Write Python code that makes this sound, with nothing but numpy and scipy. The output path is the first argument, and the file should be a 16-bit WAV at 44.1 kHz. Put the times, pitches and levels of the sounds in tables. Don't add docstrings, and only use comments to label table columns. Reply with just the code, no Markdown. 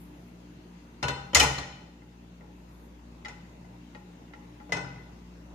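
import sys
import numpy as np
from scipy import signal
from scipy.fft import rfft, irfft
from scipy.io import wavfile
from scipy.ndimage import uniform_filter1d

SR = 44100
rng = np.random.default_rng(int(sys.argv[2]) if len(sys.argv) > 2 else 0)


def file_out(sig):
    cols = np.atleast_2d(sig).T
    lim = np.clip(cols, -1, 1)
    pcm = np.round(lim * 32767).astype(np.int16)
    wavfile.write(sys.argv[1], SR, pcm)


def ratio_of_db(decibels):
    return 10 ** (np.asarray(decibels, float) / 20)


N = 244314
TIME = np.arange(SR // 2) / SR


def read(points, hz):
    f, value = np.transpose(points)
    return np.interp(np.log(hz + 1), np.log(f + 1), value)


def evened(x):
    return x / np.sqrt(np.mean(x ** 2) + 1e-20)


def add(mix, s, sound):
    part = mix[:, round(s * SR):][:, :sound.shape[1]]
    part += sound[:, :part.shape[1]]


def shaped(z, gain, size):
    return signal.istft(z * gain, nperseg=size, noverlap=size * 3 // 4)[1]


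def free(hz, t60, t=TIME):
    rate = 2j * np.pi * hz - np.log(1000) / t60
    return np.exp(np.outer(rate, t).astype(np.complex64))


def body(modes, split):
    table, count = np.transpose(modes), len(modes)
    spread = 3.0 + split * table[0]
    near = [table[0] + spread * rng.uniform(0.36, 1.4, count) * k for k in (0, 1, -1)]
    near_db = np.repeat([0, -4.0, -7.0], count)
    return np.tile(table, 3), near_db, free(np.concatenate(near), np.tile(table[1], 3))


def strike(waves, hz, db, side_db):
    turn, lag = rng.uniform(-np.pi, np.pi, (len(hz), 2)).T
    lag = lag * np.clip(hz / 900 - .2, .12, .95)
    weights = [ratio_of_db(db + k * side_db / 2) * np.exp(1j * (turn + k * lag / 2)) for k in (1, -1)]
    onset = np.minimum(TIME[:waves.shape[1]] / 0.0011, 1)
    return (np.array(weights, np.complex64) @ waves).imag * onset


def ring(modes, place, tilt_db):
    table, near_db, waves = modes
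    hz = table[0]
    return strike(waves, hz, table[3 + place] + near_db + tilt_db * np.log2(hz / 2000), table[2])


# frequency in Hz, t60 in seconds.
MINOR_T60 = [(300, 0.54), (1500, 0.38), (5000, 0.23), (14000, 0.12)]


def minor():
    hz = 200 + 14500 * rng.random(320) ** 1.5
    t60 = read(MINOR_T60, hz) * rng.uniform(0.28, 0.73, 320)
    return hz, free(hz, t60, TIME[:SR // 4])


# frequency in Hz, level in dB per Hz.
CLATTER = [(90, -29.5), (200, -14), (450, -5), (900, -3.5), (2400, -5.5), (4000, -12.5), (5300, -10.5),
           (7000, -14), (8000, -25), (9000, -26), (12400, -34.5), (15000, -39.5), (16000, -60.5)]
CLATTER_T60, CHATTER_DB, MINOR_DB = 0.069, 3.5, -15


def clatter(small, tilt_db):
    def colour_db(f):
        return read(CLATTER, f) + tilt_db * np.log2(f / 2000 + 0.056)

    size = len(TIME)
    colour = ratio_of_db(colour_db(np.fft.rfftfreq(size, 1 / SR)))
    crack = evened(irfft(rfft(rng.standard_normal((2, size))) * colour, size))
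    crack *= ratio_of_db(-60 * TIME / CLATTER_T60) * np.minimum(TIME / 0.0025, 1) * ratio_of_db([[1.8], [-1.8]])
    rebounds = evened(uniform_filter1d(rng.standard_normal(size), size=70))
    crack *= ratio_of_db(CHATTER_DB * rebounds - 1.5)
    hz, waves = small
    strength_db = MINOR_DB + colour_db(hz) + 2.71 * np.log2(hz / 2000) + 3.6 * rng.standard_normal(len(hz))
    add(crack, 0, strike(waves, hz, strength_db, 1.5))
    return crack


# frequency in Hz, t60 in seconds, left-right balance in dB, then
# level in dB at first touch, at full landing and sliding off.
GRATE = [(476, 0.29, 6.5, -11, -12, -17), (704, 0.1, 8.5, -11, 0, -1.5), (799, 0.42, 5, -4, -4.5, -3.5),
         (860, .5, 4.5, -6, -4, -7.5), (975, 0.6, 5.5, 0, -11, -2.5), (1094, 0.074, 2, -11.5, -5.5, -27),
         (1350, 0.39, -4.5, -13, -9.5, -28), (1464, 0.57, 2, 0, -5.5, -1.5),
         (1518, 0.53, 1.5, -11, -12, -6), (1894, 0.36, 2.5, -10.5, 3, -7), (2043, 0.24, 5, 1, -5.5, 0),
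         (2410, 0.1, 4, -11, -5.5, -22), (2553, .34, 4.5, -6, -11.5, 0), (2700, 0.33, 5.5, -3.5, -9, -22),
         (3005, 0.32, 3.5, -2, -6, -6), (3580, 0.25, 17, -8, -9.5, -11),
           (3610, .3, 3.5, -13.5, -10.5, -26), (4170, 0.29, 1.5, 0.5, -7, -5),
           (4590, .15, 4.5, -8.5, -13, -17), (5105, 0.2, 1.5, -11, -8.5, 0), (5500, .42, 1.5, -18, -13, -5),
           (5960, 0.13, 10, -12.5, -6.5, -5), (6870, 0.25, 3, -15.5, -6, -9.5),
           (7870, 0.26, 16, -20.5, -15.5, -16), (8740, 0.198, 2, -14, -14, -14),
           (9150, 0.32, 13.5, -26, -20, -26), (10550, 0.26, 0.5, -23.5, -19.5, -17),
           (11100, 0.074, 2.5, -28.5, -30, -37)]
STOVE_TOP = [(73, 0.26, 2, -7.5, -3.5, -18), (103, 0.28, 3, -10, -11, -1), (133.4, 0.75, 2, -8, -15, -8.5),
             (143.04, 0.86, 1, -9.5, -12, -4), (175.3, 0.2, 2, -15.5, -8, -3), (274.6, 0.26, 2, -8, -6, -9),
             (331, 0.15, 2, -16.5, -12.5, -6.5)]
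PLACE_STARTS = (0, 1.3, 2)
RING_DB = (-10.5, -14.5, -11.5)
# start in seconds, blow level in dB, hardness in dB per octave.
KNOCKS = [(1.027, -28, -1.5), (1.038, -33, -5), (1.082, -29, -0.5), (1.095, -40.5, -7), (1.155, -51.5, -8),
          (1.332, -35.5, -5), (1.347, -17.5, 4.5), (1.356, -21, 0.5), (1.366, -20, 1.5), (1.382, -28, -4),
          (1.397, -20.5, 4.5), (1.401, -21, 0), (1.412, -26, -4.5), (1.428, -32.5, 6.5), (1.421, -27.5, -1),
          (1.436, -25, -2.5), (1.447, -31, -4), (1.505, -38, -4.5), (1.583, -32, -1), (3.282, -45.5, -0.5),
          (3.294, -54.5, -1.5), (3.645, -62, -7), (4.693, -51.5, -7), (4.721, -28.5, -1.1),
          (4.749, -44.5, -4), (4.767, -35, -4.5), (4.845, -49.5, -5.5), (4.958, -55.5, -4.5)]
THUMP_DB, THUMP_SOFT_DB = -7.5, -1.15


def knock(grate, top, small, s, db, tilt_db):
    place = np.searchsorted(PLACE_STARTS, s) - 1
    thump = ratio_of_db(THUMP_DB + THUMP_SOFT_DB * tilt_db) * ring(top, place, 0) * np.minimum(TIME / 0.014, 1)
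    metal = ratio_of_db(RING_DB[place]) * ring(grate, place, tilt_db) + ratio_of_db(1) * clatter(small, tilt_db)
    return ratio_of_db(db) * (metal + thump)


def knocks(hits, small):
    grate, top = body(GRATE, .008), body(STOVE_TOP, 0.0041)
    for row in KNOCKS:
        add(hits, row[0], knock(grate, top, small, *row))


# start in seconds, frequency in Hz, level in dB.
PAN_NOTES = [(1.027, 782, -30), (1.038, 2700, -30), (1.095, 1464, -27), (1.16, 975, -33),
             (1.332, 3100, -32.5), (1.347, 7060, -10), (1.355, 2050, -10.5), (1.366, 5105, -15.5),
             (1.401, 3014, -9.5), (1.412, 2410, -14.5), (1.428, 859, -17), (1.583, 4170, -29.5),
             (3.248, 2012, -42), (3.249, 4690, -47), (3.256, 1986, -42), (3.283, 2036, -43),
             (3.282, 6900, -48.5), (3.294, 2036, -36.5), (3.645, 2036, -56), (3.948, 1384, -51),
             (4.6, 1362, -52.5), (5.5, 3780, -63), (4.693, 2036, -55.5), (1.436, 1000, -19.5),
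             (4.721, 2027, -16), (4.748, 960, -29), (4.767, 6180, -39.5), (4.845, 1416, -39),
             (4.958, 2036, -46)]


def pan_notes(hits):
    for s, hz, db in PAN_NOTES:
        fade = ratio_of_db(db - 60 * TIME / 0.057 + np.array([[2.5], [-2.5]]))
        add(hits, s, fade * np.sin(2 * np.pi * hz * TIME) * np.minimum(TIME / 0.0033, 1))


# frequency in Hz, t60 in seconds, left-right balance in dB, level in dB.
PAN = [(833, 0.47, 12, -11), (1063, .1, 2, -11), (1362, 0.13, -9, -5.5), (1877, 0.1, 20, -9),
       (2036, 0.052, 1, 5.5), (2466, 0.099, -4, -8.5), (2924, 0.096, 11.5, -9.5), (3346, 0.054, 0, -9),
       (3850, .06, 6, -9), (4690, 0.053, 2, -9), (5400, .05, -2, -20)]
# start in seconds, blow level in dB, hardness in dB per octave.
TAPS = [
    (2.02, -59.5, -8),
    (2.408, -56.5, -8),
    (3.248, -41.5, 1.5),
    (3.256, -38.5, 0),
    (3.948, -45, -2.5),
    (4.335, -47.5, -2.5),
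    (4.601, -52.5, -8),
]


def taps(hits, small):
    pan = body(PAN, 0.017)
    for s, db, tilt_db in TAPS:
        tick = ratio_of_db(-5.5) * clatter(small, tilt_db - 2.5)
        add(hits, s, ratio_of_db(db) * (0.69 * ring(pan, 0, tilt_db) + tick))


# frequency in Hz, t60 in seconds.
KITCHEN_T60 = [(100, 1), (500, 0.92), (1500, 0.84), (4000, 0.81), (8000, 0.56), (14000, 0.45)]


def kitchen(x):
    echoes = np.zeros((2, SR))
    at = np.arange(200, SR - 20, 20) + rng.integers(0, 20, (2, (SR - 201) // 20))
    np.put_along_axis(echoes, at, rng.choice([-1., 1.], at.shape), 1)
    hz, t, z = signal.stft(echoes, SR, nperseg=256, noverlap=192)
    tail = shaped(z, ratio_of_db(-60 * t / read(KITCHEN_T60, hz)[:, None]), size=256)
    wet = signal.fftconvolve(x, tail / np.linalg.norm(tail[0]), axes=1)[:, :N]
    low = signal.sosfiltfilt(signal.butter(2, 450, fs=SR, output="sos"), wet)
    return wet - low + low.mean(0) * np.sqrt(2)


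def drift(rate, count):
    steps = rng.standard_normal((count, 400))
    smooth = uniform_filter1d(steps, size=4, axis=1) * 2
    at = np.arange(N) / SR * rate * 4
    return np.array([np.interp(at, np.arange(400), row) for row in smooth])


# time in seconds, level of the fundamental in dB.
HUM = [(0, -54.5), (.5, -57.5), (1.5, -54), (2.3, -54), (2.85, -51), (4.1, -57.5), (5.1, -52.5),
       (5.54, -50.5)]
# multiple of the fundamental, level against the third in dB.
HUM_ORDERS = [(2, -8.5), (4, -8), (5, -6), (6, -17.5)]
HUM_HZ, THIRD_DB = 59.2, -54.5


def hum():
    t = np.arange(N) / SR
    turns, waver = 2 * np.pi * HUM_HZ * t, drift(9, count=12)
    out = ratio_of_db(np.interp(t, *np.transpose(HUM)) + 0.51 * waver[0]) * np.sin(turns + .15 * waver[7])
    out += ratio_of_db(THIRD_DB + 2.6 * waver[1]) * np.sin(3 * turns + 1.1 * waver[2])
    for i, (k, db) in enumerate(HUM_ORDERS):
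        strength = ratio_of_db(THIRD_DB + db + 4.0 * waver[3 + i])
        out += strength * np.sin(round(k) * turns + 0.43 * waver[8 + i])
    return np.sqrt(2) * out * ratio_of_db([[.9], [-.9]])


# start in seconds, end in seconds, level in dB.
SIZZLE = [
    (0, 0.033, -61.5),
    (.1, .3, -73.5),
    (2.58, 2.68, -75.5),
    (2.74, 2.86, -70),
]


def sizzle_db(t):
    spurts = [db - np.maximum(150 * (start - t), 140 * (t - end)).clip(0) for start, end, db in SIZZLE]
    return np.max(spurts, axis=0)


# frequency in Hz, level in dB per Hz.
AIR = [(25, -38.5), (45, -20.5), (70, -11.5), (90, -25.5), (130, -6.5), (300, -8.5), (450, -14),
       (1200, -23), (4500, -32.5), (5800, -35.5), (7200, -37), (8000, -42), (12000, -44), (16000, -41.5)]
# frequency in Hz, width in Hz, rise in dB.
AIR_PEAKS = [(870, 66, 2.5), (975, 42, 4), (2050, 160, 2), (2700, 130, 4.5), (6460, 350, 4)]
# frequency in Hz, correlation from -1 to 1.
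LIKENESS = [(60, 0.93), (130, 1), (290, 0.96), (640, 0.0083), (1410, -0.14), (3100, -0.062), (6820, -0.01),
            (15000, -0.52)]
# frequency in Hz, left-right balance in dB.
BALANCE_DB = [(60, -0.5), (180, -1.5), (550, 1), (1650, 3), (4970, 3.0), (15000, 2)]
AIR_DB, SIZZLE_HZ, SIZZLE_WIDTH = -55.5, 12000, 2400


def air():
    frames, hz = N // 256 + 5, np.fft.rfftfreq(1024, 1 / SR)
    a, b, c, d, patches = rng.standard_normal((frames, 513, 5)).T
    patches = evened(uniform_filter1d(uniform_filter1d(patches, 10, 0), 12, 1))
    t = np.arange(frames) * 256 / SR
    same = np.clip(read(LIKENESS, hz), -1, 1)[:, None]
    left = a + 1j * b
    z = np.array([left, same * left + np.sqrt(1 - same ** 2) * (c + 1j * d)])
    side = read(BALANCE_DB, hz)[:, None] / 2
    z *= ratio_of_db(np.array([side, -side]) + 1.7 * patches)
    peaks_db = sum(db / (1 + ((hz - f) / width) ** 2) for f, width, db in AIR_PEAKS)
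    colour = ratio_of_db(read(AIR, hz) + peaks_db)
    colour /= np.linalg.norm(colour[(hz > 300) & (hz < 7000)])
    fizz = np.exp(-((hz - SIZZLE_HZ) / SIZZLE_WIDTH) ** 2 / 2)
    fizz /= np.linalg.norm(fizz)
    power = (colour[:, None] * ratio_of_db(AIR_DB)) ** 2 + (fizz[:, None] * ratio_of_db(sizzle_db(t))) ** 2
    return ratio_of_db(0.5) * shaped(z, np.sqrt(power), size=1024)[:, 512:N + 512]


def scene():
    hits, small = np.zeros((2, N)), minor()
    knocks(hits, small)
    pan_notes(hits)
    taps(hits, small)
    return hits + ratio_of_db(-9.5) * kitchen(hits) + hum() + air()


def top_cut(x):
    return signal.sosfilt(signal.butter(12, 16320, fs=SR, output="sos"), x)


DUCK_DB, DUCK_S, RECOVER_S = 2.5, .4, 0.63
CEILING, EDGE_HZ = 1.2, 15500


def record(dry):
    loudness = (dry ** 2).mean(0)
    for s in (DUCK_S, RECOVER_S):
        loudness = signal.lfilter([1], [1, -np.exp(-1 / (s * SR))], loudness)
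    ducked = dry / ratio_of_db(DUCK_DB * loudness / loudness.max())
    heard = CEILING * np.tanh(ducked / CEILING)
    edge = signal.firwin(401, EDGE_HZ, window=("kaiser", 5), fs=SR)
    heard = signal.oaconvolve(heard, edge[None], "same", axes=1)
    return top_cut(heard)


dry = scene()
out = record(dry)
file_out(out)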